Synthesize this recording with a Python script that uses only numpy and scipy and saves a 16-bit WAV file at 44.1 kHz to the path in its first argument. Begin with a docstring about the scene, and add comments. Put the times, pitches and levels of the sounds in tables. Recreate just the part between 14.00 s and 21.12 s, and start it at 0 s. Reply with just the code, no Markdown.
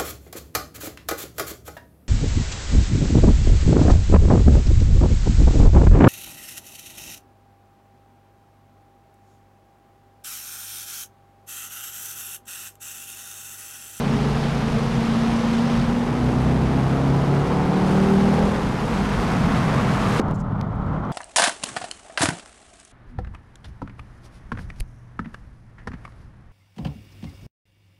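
"""A V8 sports car in a road tunnel, heard from a microphone in the cabin with the side window open.
Its uneven firings boom and growl as it cruises, pulls from 2 s to 4.5 s, then coasts with a burble.
Tyre roar, wind and the exhausts of other fast cars come in through the gap, and one car draws alongside.
At 6.2 s the window thumps shut, leaving a dull rumble and a few ticks of trim close by."""
import sys
import numpy as np
from scipy import signal
from scipy.fft import rfft, irfft, next_fast_len
from scipy.io import wavfile

SR = 44100
rng = np.random.default_rng(int(sys.argv[2]) if len(sys.argv) > 2 else 0)


def materialize(psi):
    """Save the field psi as 16-bit PCM at rate SR to the path in sys.argv[1].

    A 1-D psi becomes a single channel; in a 2-D psi each row is a channel.
    """
    bounded = np.clip(np.atleast_2d(psi).T, -1, 1)
    quanta = np.round(bounded * 32767).astype(np.int16)
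    wavfile.write(sys.argv[1], SR, quanta)


N = 313985
TIME = np.arange(N) / SR
SHUT_S, SEAL_S, SEAL_TAKES_S = 6.201, 6.335, 0.047   # the glass meets its frame, then the seal seats
APPROACH_S, APPROACH_TAKES_S = 5.14, 0.89   # middle and length of the other car's approach


# Four-stroke cycle rate of the car carrying the microphone: time_s, cycle_hz
ENGINE_SPEED = [(0, 28.5), (1.05, 28.5), (1.75, 29.07), (2.25, 30.65), (3, 33.86), (3.75, 37.2), (4, 38.6),
                (4.55, 40.6), (5.1, 39.85), (7.12, 38.4)]
def cycle_hz():
    """The V8 fires all eight cylinders once per cycle."""
    return in_time(ENGINE_SPEED)[0]


# Booms at the seat, by cycle multiple: cruising_db, easing_on_db, pulling_db, coasting_db
BOOMS = {2: (-36, -43, -30, -47), 4: (-47, -61, -27, -35.5), 5: (-36, -40.5, -30.5, -45.5),
         6: (-34.5, -34.5, -42, -45.5), 8: (-34.5, -27.5, -29, -34)}
# Cabin air resonances and one dead spot at the microphone: centre_hz, width_hz, lift_db
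CABIN_MODES = [(75.6, 4.5, -8), (142.2, 17.2, 8.5), (196, 17.5, 11.5), (233.6, 29, 4.5)]
# Waver of the booms: cruising_depth, easing_on_depth, pulling_depth, coasting_depth
BOOM_WAVER = (0.21, 0.14, 0.11, .2)
def engine_booms(phase):
    """Low multiples of the cycle rate line up in one throb per cycle and fill the cabin."""
    edge_hz = np.interp(sealed(), [0, 1], [263.5, 189])   # booms above this fade
    booms = 0
    for k, levels_db in BOOMS.items():
        hz = k * cycle_hz()
        fade_db = 34 * np.maximum(np.log2(hz / edge_hz), 0)
        db = by_throttle(*levels_db) + snarl_db(k) + lift_db(hz, CABIN_MODES) - fade_db
        waver = 1 + by_throttle(*BOOM_WAVER) * drift(6.5)
        booms -= from_db(db + 0.16) * np.sqrt(2) * np.cos(k * phase) * waver
    pulling = by_throttle(0, 0, 0.99, 0)   # only the hard pull wakes the tunnel
    return (1 - pulling) * booms + tunnel(pulling * booms, wet=0.07)


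# The stand-out lines of the exhaust, heard from the seat: cycle_multiple, relative_db
GROWL_LINES = [(3, -37.5), (7, -36), (9, -43), (10, -37.5), (11, -37), (12, -43), (13, -37.5), (14, -45),
               (15, -46), (16, -45.5), (18, -46), (19, -44), (20, -44.5), (21, -40.5), (22, -47),
               (24, -42.5), (28, -46), (29, -48)]
# Exhaust pipe resonances: centre_hz, width_hz, lift_db
PIPE_MODES = [(216, 33, 6), (346, 14, 3), (391.2, 13.6, 6), (730, 9.6, 3.5), (870, 65, 4.5)]
def exhaust_growl(phase):
    """Unevenly spaced firings give lines at multiples of the cycle rate, lifted by the pipe."""
    growl = 0
    for k in range(2, 42):
        if k in BOOMS:
            continue
        line_db = dict(GROWL_LINES).get(k, -51.5 - 3.5 * np.log2(k / 20))
        db = line_db + snarl_db(k) + lift_db(k * cycle_hz(), PIPE_MODES)
        waver = 1 + 0.15 * drift(5.9)   # reflections off the passing walls
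        growl += from_db(db) * partial(phase, k) * waver
    return from_db(load_db() - 1.4) * growl


# Shift in the exhaust's balance, by cycle multiple: change_db
SNARL = {6: 11, 7: -4, 8: 4, 9: 3, 10: 4, 11: -1, 12: 2, 13: -2, 14: 3, 15: 4, 20: 6, 24: -6, 28: -5}
def snarl_db(k):
    """The exhaust snarls from near the top of the pull until the pedal lifts."""
    return SNARL.get(k, 0) * ramp(3.73, 0.3) * (1 - ramp(*PEDAL_MOVES[-1]))


# Exhaust strength by throttle: cruising_db, easing_on_db, pulling_db, coasting_db
EXHAUST_LOAD = (-18, -19, -2.77, -14)
def load_db():
    """The exhaust grows with throttle and speed, and drops behind sealed glass."""
    return by_throttle(*EXHAUST_LOAD) + 11.5 * speed_octaves() - 22 * sealed()


# The driver eases on, pulls hard, then lifts off: middle_s, length_s
PEDAL_MOVES = [(1.04, 0.17), (2.08, 0.28), (4.58, 0.34)]
def by_throttle(*values):
    """Move from one value to the next with each move of the pedal."""
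    return values[0] + sum(step * ramp(*move) for step, move in zip(np.diff(values), PEDAL_MOVES))


# Exhaust burble, heard from the seat: middle_s, length_s, pitch_hz, width_hz, level_db
BURBLE = (4.62, .28, 114, 22, -27.5)
def overrun():
    """A short low burble as the throttle closes."""
    s, length, hz, width_hz, db = BURBLE
    return from_db(db) * bell(s, length) * drone(hz, width_hz)


# The car that draws up to the door, close and nearly dry: time_s, firing_hz, level_db
BESIDE_TRACK = [(0, 194, -71), (4.9, 199.1, -79), (5.3, 190, -27.5), (5.55, 158.1, -27), (5.77, 138, -21.5),
                (5.95, 129.9, -35), (6.3, 116.8, -37), (6.6, 103.9, -34.5), (7.12, 111.5, -40)]
# Its exhaust, by firing multiple: relative_db
BESIDE_TONE = {1: 0, 2: -17, 3: -22, 4: -17.5, 5: -29}
# A thin whine as it nears: time_s, pitch_hz, level_db
WHINE_TRACK = [(5.2, 1036, -68), (5.45, 1088, -40), (5.7, 1088, -46), (6.05, 1177, -39), (6.2, 1190, -41)]
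# A car farther up the tunnel, mostly echo: time_s, firing_hz, level_db
AHEAD_TRACK = [(0, 206.4, -26.5), (.45, 218.1, -36.5), (.8, 229, -30), (1.1, 237.6, -36), (1.6, 249.8, -37),
               (2.2, 250.4, -52), (4.2, 253, -42), (5.2, 239.5, -38), (6.1, 236.9, -34)]
# Its exhaust, by firing multiple: relative_db
AHEAD_TONE = {1: -6, 2: 0, 3: -15, 4: -14, 6: -21}
def other_car(track, harmonics, jitter, rough, wet):
    """Another car's note, unsteady in pitch and level, smeared by the tunnel."""
    hz, db = in_time(track)
    phase = turning(hz * (1 + jitter * drift(16.45)))
    note = sum(from_db(level) * partial(phase, k) for k, level in harmonics.items())
    return tunnel(from_db(db) * rms_one(note * (1 + rough * drift(40))), wet)


# Tunnel roar and tyre noise at the open window, beside the microphone: frequency_hz, relative_db
ROAR_SPECTRUM = [(200, -18), (280, 3), (325, 0.5), (400, 1.5), (475, 3.5), (560, -2), (660, -6), (790, -1),
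                 (920, -4.5), (1100, -8.5), (1600, -48)]
TYRE_SPECTRUM = [(650, 2.5), (880, -0.5), (1020, 1.5), (1300, 0.5), (1550, -3), (2100, -7.5), (2800, -15.5),
                 (4000, -42), (7000, -48)]
# Air hiss and edge sizzle at the gap: frequency_hz, relative_db
HISS_SPECTRUM = [(1200, 0.5), (2100, 4), (3100, 4.5), (4000, 1), (5100, -1.5), (6200, -5.5), (7400, -13.5),
                 (9500, -18.5), (13000, -50)]
SIZZLE_SPECTRUM = [(5000, -11.5), (6500, 0.5), (7800, -0.5), (9500, -2), (11000, -5.5), (13000, -13),
                   (15700, -24.5)]
# The stream shifts as the car speeds up and moves over: middle_s, length_s, hiss_step_db, sizzle_step_db
AIR_SHIFTS = [(1.1, .4, 0.73, 0), (1.86, .18, -4.5, -1.5), (3.8, 0.22, 3, 3.5), (4.53, 0.098, -2, -1.5),
              (4.95, 0.54, 3, 2.5)]
# Change of the roar by throttle: cruising_db, easing_on_db, pulling_db, coasting_db
ROAR_THROTTLE = (-0.44, 1, -0.38, -2.4)
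def open_window(phase):
    """Tunnel roar, tyre noise and rushing air; the exhaust rasps in step with one bank's firings."""
    hiss_db = -37.5 + sum(step * ramp(s, length) for s, length, step, _ in AIR_SHIFTS)
    sizzle_db = -54 + sum(step * ramp(s, length) for s, length, _, step in AIR_SHIFTS)
    near = ramp(APPROACH_S, APPROACH_TAKES_S)
    roar_db = -28 + 4.9 * speed_octaves() + 0.3 * near + by_throttle(*ROAR_THROTTLE)
    tyre_db = -33.5 + 4 * speed_octaves() + 4.46 * near + 0.19 * (hiss_db - hiss_db.mean())
    slit = np.exp(np.minimum(TIME - SHUT_S, 0) / 0.11)   # the last slit hisses louder
    rasp = 1 + 0.31 * from_db(load_db()) * np.cos(4 * phase)
    eddies = from_db(1.3 * drift(290))   # shed at the edge of the glass
    roar = from_db(roar_db - 3) * noise(ROAR_SPECTRUM, flutter_db=0.7)
    tyres = from_db(tyre_db - 0.52) * noise(TYRE_SPECTRUM, flutter_db=0.48)
    hiss = from_db(hiss_db - 0.98 + 3.5 * slit) * noise(HISS_SPECTRUM, flutter_db=0.34)
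    sizzle = from_db(sizzle_db + 0.6 + 7.5 * slit) * noise(SIZZLE_SPECTRUM, flutter_db=0.5)
    return (roar + tyres * eddies) * rasp + (hiss + sizzle) * eddies


# Modes of the side glass, close to the microphone: pitch_hz, relative_db, t60_s
PANE_MODES = [(238.6, -22, 0.04), (280, -8, 0.033), (348, -14, 0.04), (440, -12, 0.039), (514, -19, 0.045)]
def window_thump():
    """The pane thuds into its frame and rings briefly."""
    return sum(struck(SHUT_S - 0.004, hz, db + 1, t60) for hz, db, t60 in PANE_MODES)


# Glass and trim knocking within arm's reach: start_s, ring_db, pitch_hz, t60_s, thud_db
KNOCKS = [(6.1997, -21, 1800, .004, -32), (6.2094, -38, 5000, .002, -40), (6.215, -37, 4600, .002, -36),
          (6.2167, -30, 1300, .008, -40), (6.283, -35, 4000, .001, -15), (6.286, -38, 6500, .001, -22),
          (6.3055, -41, 5000, .001, -16), (6.3114, -25.5, 2700, .0015, -17),
          (6.3195, -36, 3000, .0012, -16), (6.4153, -42, 5000, .001, -22), (6.6126, -24, 4500, .0022, -32),
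          (6.6131, -31, 2600, .004, -40), (6.756, -45, 7000, .001, -32), (6.864, -39, 4000, .001, -12),
          (6.8862, -41, 4000, .001, -17), (7.0515, -46, 5800, .006, -27)]
# The crack that starts each knock: frequency_hz, relative_db
CRACK_SPECTRUM = [(1000, -8), (2100, 7), (4600, 7), (8000, -3), (10500, -6), (12500, -15), (15000, -20)]
def trim_knocks():
    """Each knock is a dry crack, a brief ring of the trim and a thud of the door panel."""
    cracks = rings = thuds = 0
    for s, ring_db, hz, t60, thud_db in KNOCKS:
        cracks += (TIME > s) * decay(s, ring_db - 8.5, t60=0.002) * rng.standard_normal(N)
        rings += struck(s, hz, ring_db, t60)
        thuds += struck(s, hz=135, db=thud_db, t60=0.032)
    return colour(cracks, CRACK_SPECTRUM) + rings + thuds


# Faint rubs at the window's edge: middle_s, length_s, level_db
RUBS = [(6.351, 0.031, -58), (6.397, 0.036, -57)]
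# Rubber on glass: frequency_hz, relative_db
RUB_SPECTRUM = [(3500, -14), (5500, -7), (7000, -4), (9000, -13), (11000, -19), (15000, -36)]
def seal_rubs():
    """The rubber seal rubs on the glass in two short hisses."""
    envelope = 0
    for s, length, db in RUBS:
        offset = np.minimum(np.abs(2 * (TIME - s) / length), 9)
        envelope += from_db(db) * np.exp(-offset ** 3)
    return envelope * noise(RUB_SPECTRUM, flutter_db=3.0)


# Road drones all around the microphone: cruising_hz, width_hz, relative_db, speed_follow_share
ROAD_DRONES = [(130.8, 10.7, 0.5, .95), (132.8, 19, -1.5, 0), (204, 21.7, 0, 0.01), (229.9, 20, -1.5, 0),
               (270, 8.9, -5.5, 0.02)]
# Wheels and exhaust of the car outside the door: frequency_hz, relative_db
NEIGHBOUR_SPECTRUM = [(70, -24), (86, -5), (108, 2), (135, 1.5), (170, -2.5), (200, 0.5), (250, -9),
                      (330, -25)]
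def rumble():
    """Road and tyres drone in the cabin; the nearing car's rumble takes over in uneven puffs."""
    road = 0
    for hz, width_hz, db, follows in ROAD_DRONES:
        road += from_db(db) * np.sqrt(width_hz) * drone(hz * 2 ** (follows * speed_octaves()), width_hz)
    puffs = from_db(2.5 * np.sin(turning(44 + drift(3.05))))
    neighbour = from_db(2.5) * rms_one(noise(NEIGHBOUR_SPECTRUM, flutter_db=0.5) * puffs)
    ahead, near, at_door = 0.052, 0.34, 0.94   # the other car's share of the blend at each place
    share = ahead + (near - ahead) * ramp(APPROACH_S, APPROACH_TAKES_S)
    share += (at_door - near) * ramp(6.02, 0.34)
    mix = np.sqrt(1 - share) * rms_one(road) + np.sqrt(share) * neighbour
    return from_db(-27 - 3.5 * sealed()) * mix


# Gusts and rough stretches of road: middle_s, length_s, buffet_lift_db, rumble_lift_db
SWELLS = [(0.203, 0.32, 3, 5), (0.757, 0.17, 6.5, -0.5), (1.804, 0.15, 9, 3.5), (2.6, 0.74, 0, 1),
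          (4.15, 0.35, 2, 1), (4.449, 0.2, 5, 0), (5.1, 0.61, 6, 1.5), (5.445, 0.2, 3, 4.5),
          (5.777, 0.85, 3.5, 3.5), (6.77, 0.15, 8, -0.5)]
# Buffeting air at the microphone: frequency_hz, relative_db
BUFFET_SPECTRUM = [(10, -18), (22, -8), (42, -4), (55, 1), (66, -8), (80, -8.5), (110, -14), (180, -23)]
def buffet_and_rumble():
    """Air buffets the cabin in gusts, and the rumble swells over rough road."""
    gust_db, road_db = sum(np.outer(lifts_db, bell(s, length)) for s, length, *lifts_db in SWELLS)
    buffet = from_db(-37.5 + gust_db + 2.1) * noise(BUFFET_SPECTRUM, flutter_db=0.5)
    return buffet + from_db(road_db) * rumble()


# The tunnel from behind the shut window: frequency_hz, relative_db
MUFFLED_SPECTRUM = [(200, 0), (280, 11), (330, 0), (520, 0), (700, 2), (900, 1.5), (1350, -0.5),
                    (1650, -13.5), (2100, -18.5), (2650, -27.5), (3100, -26), (4500, -37), (8200, -47),
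                    (15000, -65)]
def behind_glass():
    """Dull outside noise leaks until the seal seats, then grows again as the other car comes level."""
    leaking_db = -29
    sealed_db = -35.5 + 8.5 * (TIME - SEAL_S)
    db = (1 - sealed()) * leaking_db + sealed() * sealed_db
    return from_db(db) * noise(MUFFLED_SPECTRUM, flutter_db=1.37)


def tunnel(x, wet, t60=0.98):
    """Dense echoes between tiled walls, mixed with the direct sound."""
    t = TIME[:2 * SR]
    tail = rng.standard_normal(len(t)) * from_db(-60 * t / t60)
    echoes = signal.fftconvolve(x, tail / np.linalg.norm(tail))[:N]
    return np.sqrt(1 - wet) * x + np.sqrt(wet) * echoes


def sealed():
    """From 0 to 1 as the window seal seats."""
    return ramp(SEAL_S, SEAL_TAKES_S)


def speed_octaves():
    """Speed, in octaves above cruising."""
    return np.log2(cycle_hz() / ENGINE_SPEED[0][1])


def lift_db(hz, modes):
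    """How far these resonances lift a line at this pitch."""
    return sum(top / (1 + (2 * (hz - centre) / width) ** 2) for centre, width, top in modes)


def struck(s, hz, db, t60):
    """One mode, set ringing at time s."""
    return decay(s, db, t60) * np.sin(2 * np.pi * hz * np.maximum(TIME - s, 0))


def decay(s, db, t60):
    """A gain that dies away from time s."""
    return from_db(db - 60 * np.clip((TIME - s) / t60, 0, 3))


def drone(hz, width_hz):
    """A narrow band of noise around a pitch that may move; rms 1."""
    phase = turning(hz + np.zeros(N))
    return rms_one(drift(width_hz) * np.cos(phase) + drift(width_hz) * np.sin(phase))


def noise(spectrum, flutter_db):
    """Coloured turbulence with a fluttering level; rms 1."""
    return rms_one(colour(rng.standard_normal(N), spectrum) * from_db(flutter_db * drift(18)))


def colour(x, spectrum):
    """Filter by a spectrum table, falling 30 dB per octave beyond its ends."""
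    hz, db = np.transpose(spectrum)
    size = next_fast_len(N)
    octave = np.log2(np.maximum(np.fft.rfftfreq(size, 1 / SR), 1))
    beyond = np.abs(octave - np.clip(octave, np.log2(hz[0]), np.log2(hz[-1])))
    gain = from_db(np.interp(octave, np.log2(hz), db) - 30 * beyond)
    return irfft(rfft(x, size) * gain, size)[:N]


def drift(rate_hz):
    """A smooth random wander of spread 1."""
    hop, settle = 40, 2000
    pole = np.exp(-2 * np.pi * rate_hz * hop / SR)
    white = rng.standard_normal(N // hop + settle + 2)
    slow = signal.lfilter([1], [1, -2 * pole, pole * pole], white)[settle:]
    return np.interp(np.arange(N) / hop, np.arange(len(slow)), rms_one(slow))


def turning(hz):
    """Phase of something that turns at this rate."""
    return 2 * np.pi * np.cumsum(hz) / SR


def partial(phase, k):
    """The k-th multiple of a turning phase; rms 1."""
    return np.sqrt(2) * np.sin(k * phase + rng.uniform(0, 2 * np.pi))


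def ramp(s, length):
    """From 0 to 1 over this length of time, centred on s."""
    return np.clip((TIME - s) / length + 0.5, 0, 1)


def bell(s, length):
    """A smooth swell of height 1, centred on s."""
    return np.exp(-(2 * (TIME - s) / length) ** 2)


def in_time(rows):
    """One curve per column, joined by straight lines."""
    s, *columns = np.transpose(rows)
    return [np.interp(TIME, s, column) for column in columns]


def from_db(db):
    """Decibels to gain."""
    return 10 ** (np.asarray(db) / 20)


def rms_one(x):
    """Scale to rms 1."""
    return x / np.sqrt(np.mean(x ** 2) + 1e-20)


def scene():
    """One microphone in the cabin, with the window open and then shut."""
    phase = turning(cycle_hz() * (1 + 0.0021 * drift(7.3)))
    engine = engine_booms(phase) + exhaust_growl(phase) + overrun()
    beside = other_car(BESIDE_TRACK, BESIDE_TONE, jitter=0.0221, rough=0.82, wet=0.078)
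    whine = other_car(WHINE_TRACK, {1: 0}, jitter=0.0024, rough=0.43, wet=0.43)
    ahead = other_car(AHEAD_TRACK, AHEAD_TONE, jitter=0.019, rough=0.69, wet=0.84)
    shut = ramp(SHUT_S, 0.0038)
    outside = (1 - shut) * (ahead + whine + open_window(phase)) + shut * behind_glass()
    shutting = window_thump() + trim_knocks() + seal_rubs()
    return (engine + beside + outside + shutting + buffet_and_rumble())[None]


def record(dry):
    """The highest peaks are rounded and the top treble is cut."""
    ceiling, cutoff_hz = 0.39, 15700
    rounded = dry / (1 + (dry / ceiling) ** 4) ** (1 / 4)
    return signal.sosfilt(signal.ellip(10, 0.2, 80, cutoff_hz, fs=SR, output="sos"), rounded)


dry = scene()
out = record(dry)
materialize(out)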